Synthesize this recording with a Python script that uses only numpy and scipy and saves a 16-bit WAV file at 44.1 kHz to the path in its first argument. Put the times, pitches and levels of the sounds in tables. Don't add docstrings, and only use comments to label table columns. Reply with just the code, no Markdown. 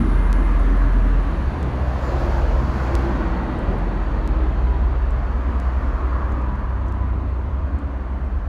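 import sys
import numpy as np
from scipy import signal
from scipy.fft import rfft, irfft, next_fast_len
from scipy.io import wavfile
from scipy.ndimage import uniform_filter1d, map_coordinates

SR = 44100
rng = np.random.default_rng(int(sys.argv[2]) if len(sys.argv) > 2 else 0)


def wav_out(sig):
    wavfile.write(sys.argv[1], SR, np.round(np.clip(np.atleast_2d(sig).T, -1, 1) * 32767).astype(np.int16))


N = 373968
TIME_S = np.arange(N) / SR

# time_s, level_db
HEAVY_DIESEL = [(0, -17.5), (.25, -14), (1.16, -14), (1.6, -34), (1.89, -41), (2.1, -26), (2.55, -17),
                (2.78, -45), (2.97, -28), (3.35, -20.5), (3.52, -36), (3.72, -20.5), (5.25, -23),
                (5.7, -33), (5.93, -21), (6.38, -45.5), (6.56, -24), (7.55, -39.5), (8.48, -26)]
# time_s, firing_hz, level_db
LORRY_DRONE = [(0, 64.8, -34), (.27, 63.57, -27), (1.03, 63.3, -34.5), (1.4, 63.96, -24), (2.55, 63.6, -21),
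               (2.76, 62.5, -25.5), (3, 61.44, -21.5), (3.45, 60.27, -30.5), (3.8, 59.65, -29),
               (4.3, 60.72, -30), (4.46, 62.28, -20.5), (5.7, 62.46, -21.5), (7.6, 63, -24.5),
               (8.48, 63.6, -26)]
# peak_s, half_length_s, firing_hz, glide_hz_per_s, level_db
PASSING_ENGINES = [(0.042, 0.31, 71.6, 2, -26.5), (1.85, 0.8, 78.3, 0.44, -31),
                   (4.102, 0.58, 87.9, 0.5, -39.5), (4.684, 0.41, 57.6, -7.5, -23.5),
                   (5.686, .45, 73, 1, -31), (5.894, .9, 52, -1, -35.5), (6.285, 0.32, 103, -3, -41),
                   (7.051, 0.4, 92.7, -8, -29), (7.724, .14, 80.9, -10, -27.5), (7.705, 0.2, 73.2, -2, -25),
                   (8.403, 0.33, 71.76, -2, -27.5)]
# nearest_s, half_power_s, body_db, roar_db, tread_db, hiss_db, fizz_db
PASS_BYS = [(0.0, 0.23, -29, -40.5, -41.5, -53, -68.5), (0.6, 0.69, -34, -42, -36, -53.5, -64.5),
            (1.45, 0.48, -34, -49.5, -45, -54, -73.5), (2.25, 0.27, -37.5, -31.5, -37.5, -50, -71),
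            (3.05, .42, -30.5, -32.5, -34.5, -50, -69.5), (3.65, 0.25, -29, -38, -45.5, -58.5, -76.5),
            (4.3, 0.66, -36.5, -42, -42.5, -56, -77), (5.65, .5, -44, -43, -41, -60, -76),
            (6.2, 0.28, -37, -39.5, -40.5, -64.5, -79.5)]
# body_db, roar_db, tread_db, hiss_db, fizz_db
FAR_WASH_DB = [-38.5, -44, -44.5, -63, -75.5]
# freq_hz, gain_db
RUMBLE_SPECTRUM = [(12, -19.5), (24, -2.5), (36, 0.5), (55, 5.5), (85, 4.5), (110, -6.5), (135, -5.5),
                   (180, -29)]
BODY_SPECTRUM = [(85, -28.5), (125, 0.5), (170, 0), (230, 1.5), (320, -1), (400, -5.5), (480, -11),
                 (700, -43)]
ROAR_SPECTRUM = [(280, -24.5), (410, -7), (500, 0.5), (630, 1), (800, -2.5), (950, -4), (1400, -40.5)]
TREAD_SPECTRUM = [(600, -38.5), (820, -7.5), (1020, -0.5), (1250, -3.5), (1600, -6.5), (2000, -12.5),
                  (2400, -19.5), (3200, -30), (5000, -58.5)]
HISS_SPECTRUM = [(1500, -24.5), (2400, 5.5), (3000, 2), (3700, -1), (4600, -3.5), (5000, -12.5),
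                 (6600, -13), (7600, -22.5), (10000, -36)]
FIZZ_SPECTRUM = [(3000, -23), (5500, 5.5), (7500, -1.5), (9500, -0.5), (10400, -6), (11500, -4),
                 (13500, -9), (15800, -12.5)]
# peak_s, half_length_s, pitch_hz, glide_hz_per_s, level_db
SINGING_LINES = [(0.3, .6, 2090, -30, -50.5), (0.699, 0.52, 1670, -20, -50), (0.852, 0.53, 281.7, -12, -37),
                 (1.5, .35, 172, 0, -33.5), (2.253, 0.23, 349, -10.5, -35.5),
                 (3.031, 0.16, 340.4, -17, -30), (3.05, 0.68, 335, -17, -36),
                 (3.499, 0.71, 182.3, -16.5, -34.5), (3.501, .65, 1940, -49.5, -51),
                 (4.5, .8, 384.8, -10, -42.5), (4.203, 0.11, 922, 0.5, -45), (4.25, .45, 315.3, -11, -36.5),
                 (4.697, 0.093, 982.4, 0, -42), (6.5, .15, 986, -0.5, -38.5), (6.98, .18, 993, -1, -42.5),
                 (7.2, 1.5, 201.1, 0, -42), (7.8, .2, 282.3, -6, -38)]
# start_s, level_db
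TICK_HITS = [(0.3293, -18), (1.6297, -28), (2.9532, -15), (4.2767, -24.5), (5.6005, -29), (6.9241, -34.5)]
# freq_hz, gain_db
TICK_SPECTRUM = [(300, 4), (3000, -2), (6000, -3), (9000, -7.5), (12000, -13.5), (14000, -19.5),
                 (15500, -39.5)]
# start_s, level_db, pitch_hz
RATTLE_BURSTS = [(0.5967, -46.5, 9000), (2.066, -51.5, 12500), (2.194, -51, 11500), (2.257, -51, 11800),
                 (2.386, -51.5, 12500), (3.5875, -47, 8150), (3.7845, -50.5, 10000), (5.106, -48, 7510),
                 (6.079, -59, 12370), (6.3207, -47, 6800), (6.4152, -52, 6640), (6.5554, -52, 5976),
                 (6.866, -53, 6460), (6.8827, -47, 6400), (7.787, -52, 7560), (8.2477, -57, 7060)]
# peak_s, half_length_s, level_db
SPRAY_SURGES = [(2.2, 0.37, -54), (2.87, 0.34, -54), (5.803, .6, -65)]
# freq_hz, gain_db
SPRAY_SPECTRUM = [(3000, -26.5), (4400, 5), (5600, -1), (6800, -3.5), (8000, -12), (10200, -17.5),
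                  (11200, -12.5), (13000, -16), (15000, -26)]
# peak_s, pitch_hz, level_db, length_s
THIN_SQUEAKS = [(2.08, 7050, -58.5, 0.12), (2.99, 12000, -68, 0.061), (6.296, 14960, -68, .045),
                (6.37, 14900, -74, .05), (7.772, 15100, -79, .05)]
# time_s, pitch_hz, level_db
GROOVE_RESONANCE = [(4.2, 1130, -70), (5.1, 1119, -46), (5.7, 1114, -41.5), (6.2, 1152, -37.5),
                    (6.5, 1080, -41), (6.9, 1053, -44.5), (7.5, 1065, -46.5), (8.48, 1049, -53)]


def amp(db):
    return 10 ** (np.asarray(db) / 20)


def unit(x):
    return x / np.sqrt(np.mean(x ** 2) + 1e-20)


def curves(rows):
    times_s, *columns = np.transpose(rows)
    return [np.interp(TIME_S, times_s, column) for column in columns]


def wobble(rate_hz):
    knots = rng.standard_normal(int(N * rate_hz / SR) + 4)
    return map_coordinates(knots, [TIME_S * rate_hz])


def swell(peak_s, half_s):
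    return np.exp(-((TIME_S - peak_s) / half_s) ** 2)


def pass_power(nearest_s, half_power_s):
    return 1 / (1 + ((TIME_S - nearest_s) / half_power_s) ** 2)


def glide(at_s, hz, hz_per_s):
    return hz + hz_per_s * (TIME_S - at_s)


def tone(hz):
    return np.sqrt(2) * np.sin(2 * np.pi * (np.cumsum(hz) / SR + rng.random()))


def filtered(x, response):
    size = next_fast_len(N + 8192)
    return irfft(rfft(x, size) * response(np.fft.rfftfreq(size, 1 / SR)), size)[:N]


def coloured(x, spectrum):
    freq_hz, gain_db = np.transpose(spectrum)
    log_hz = np.log(freq_hz)
    return filtered(x, lambda hz: amp(np.interp(np.log(hz + 1), log_hz, gain_db, left=-120, right=-120)))


def rush(spectrum, patchy_db):
    bins = signal.stft(rng.standard_normal(N), nperseg=1024)[2]
    patches = uniform_filter1d(rng.standard_normal(bins.shape), size=4, axis=0)
    patches = unit(uniform_filter1d(patches, size=14, axis=1))
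    noise = signal.istft(bins * amp(patchy_db * patches), nperseg=1024)[1][:N]
    return unit(coloured(noise, spectrum))


def narrow_noise(hz, width_hz):
    size = next_fast_len(N)
    bell = np.exp(-np.log(4) * (np.fft.fftfreq(size, 1 / SR) / width_hz) ** 2)
    noise = rng.standard_normal(size) + 1j * rng.standard_normal(size)
    baseband = np.fft.ifft(np.fft.fft(noise) * bell)[:N]
    carrier = np.exp(2j * np.pi * np.cumsum(hz) / SR)
    return unit((baseband * carrier).real)


def heavy_diesel(firing_hz=43.96, trim_db=-1.4):
    level_db, = curves(HEAVY_DIESEL)
    return amp(level_db + trim_db) * tone(np.full(N, firing_hz))


def lorry(octave_db=-34.5):
    firing_hz, level_db = curves(LORRY_DRONE)
    drone = amp(level_db + 0.8 * wobble(6.6)) * tone(firing_hz)
    nearness = np.sqrt(pass_power(nearest_s=1.9, half_power_s=1.3))
    octave = amp(octave_db + 3 * wobble(6)) * tone(2 * firing_hz + 2.15 * wobble(8))
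    return drone + nearness * octave


def passing_engines():
    return sum(swell(peak_s, half_s) * amp(db) * tone(glide(peak_s, firing_hz, hz_per_s))
               for peak_s, half_s, firing_hz, hz_per_s, db in PASSING_ENGINES)


def road_noise(bump_db=0.5):
    power = amp(FAR_WASH_DB)[:, None] ** 2
    for nearest_s, half_power_s, *layers_db in PASS_BYS:
        power = power + amp(layers_db)[:, None] ** 2 * pass_power(nearest_s, half_power_s)
    body_db, roar_db, tread_db, hiss_db, fizz_db = 10 * np.log10(power)
    rumble_db = -18.5 + 0.32 * body_db
    rumble = amp(rumble_db) * rush(RUMBLE_SPECTRUM, patchy_db=1.5)
    body = amp(body_db + bump_db * wobble(8)) * rush(BODY_SPECTRUM, patchy_db=1.5)
    roar = amp(roar_db) * rush(ROAR_SPECTRUM, patchy_db=1.2)
    tread = amp(tread_db) * rush(TREAD_SPECTRUM, patchy_db=1.02)
    hiss = amp(hiss_db) * rush(HISS_SPECTRUM, patchy_db=1.36)
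    fizz = amp(fizz_db) * rush(FIZZ_SPECTRUM, patchy_db=1.3)
    return rumble + body + roar + tread + hiss + fizz


def scooter_whine(start_hz=9920, sag_hz=520, sag_s=4.9, warble_hz=125, jitter_hz=75):
    early_db, early_end_s, early_ease_s = 3, .42, .05
    drive_db, flutter_db, turn_away_db_per_s, distance_doubles_s = -63.3, 1.2, .7, .85
    early = np.clip((early_end_s - TIME_S) / early_ease_s + .5, 0, 1)
    level_db = drive_db + early_db * early - turn_away_db_per_s * TIME_S + flutter_db * wobble(30)
    distance = 1 + TIME_S / distance_doubles_s
    switching_hz = start_hz - sag_hz * (1 - np.exp(-TIME_S / sag_s))
    switching_hz += early * warble_hz * wobble(50) + jitter_hz * wobble(80)
    return amp(level_db) / distance * narrow_noise(switching_hz, width_hz=350)


def singing_parts(trim_db=-1, flutter_db=2.5, waver_hz=4, roughness=.55):
    out = np.zeros(N)
    for peak_s, half_s, pitch_hz, hz_per_s, db in SINGING_LINES:
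        hz = glide(peak_s, pitch_hz, hz_per_s)
        line = unit(tone(hz + waver_hz * wobble(30)) + roughness * narrow_noise(hz, width_hz=35))
        out += swell(peak_s, half_s) * amp(db + trim_db + flutter_db * wobble(20)) * line
    return out


def ticks(trim_db=2):
    spikes = np.zeros(N)
    for start_s, db in TICK_HITS:
        spikes[round(start_s * SR)] = -amp(db + trim_db)
    impulse_peak = coloured(signal.unit_impulse(N, "mid"), TICK_SPECTRUM).max()
    return coloured(spikes, TICK_SPECTRUM) / impulse_peak


def rattles(trim_db=-8, t60_s=.035, relative_width=0.2):
    out, size = np.zeros(N + SR), 4096
    hz = np.fft.rfftfreq(size, 1 / SR)
    decay = amp(-60 * TIME_S[:size] / t60_s)
    for start_s, db, pitch_hz in RATTLE_BURSTS:
        band = 1 / (1 + ((hz - pitch_hz) / (relative_width * pitch_hz)) ** 2)
        chatter = unit(irfft(rfft(rng.standard_normal(size)) * band))
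        out[round(start_s * SR):][:size] += amp(db + trim_db) * chatter * decay
    return out[:N]


def tyre_spray(trim_db=-1, flutter_db=0.78):
    surges = sum(amp(db) * swell(peak_s, half_s) for peak_s, half_s, db in SPRAY_SURGES)
    air = unit(coloured(rng.standard_normal(N), SPRAY_SPECTRUM))
    return surges * amp(trim_db + flutter_db * wobble(25)) * air


def squeaks(trim_db=-4, waver=.008, flutter_db=3):
    bend = 1 + waver * wobble(700)
    gain = amp(trim_db + flutter_db * wobble(180))
    return gain * sum(amp(db) * swell(peak_s, length_s / 2) * tone(pitch_hz * bend)
                      for peak_s, pitch_hz, db, length_s in THIN_SQUEAKS)


def tread_grooves():
    pitch_hz, level_db = curves(GROOVE_RESONANCE)
    return amp(level_db) * narrow_noise(pitch_hz, width_hz=240)


def scene():
    engines = heavy_diesel() + lorry() + passing_engines()
    traffic = engines + road_noise() + singing_parts() + tyre_spray() + tread_grooves()
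    return (traffic + scooter_whine() + ticks() + rattles() + squeaks())[None]


def record(dry):
    fade_s, cutoff_hz = .003, 15750
    fade = np.clip(np.minimum(TIME_S, TIME_S[::-1]) / fade_s, 0, 1)
    return filtered(dry[0] * fade, lambda hz: hz < cutoff_hz)[None]


dry = scene()
out = record(dry)
wav_out(out)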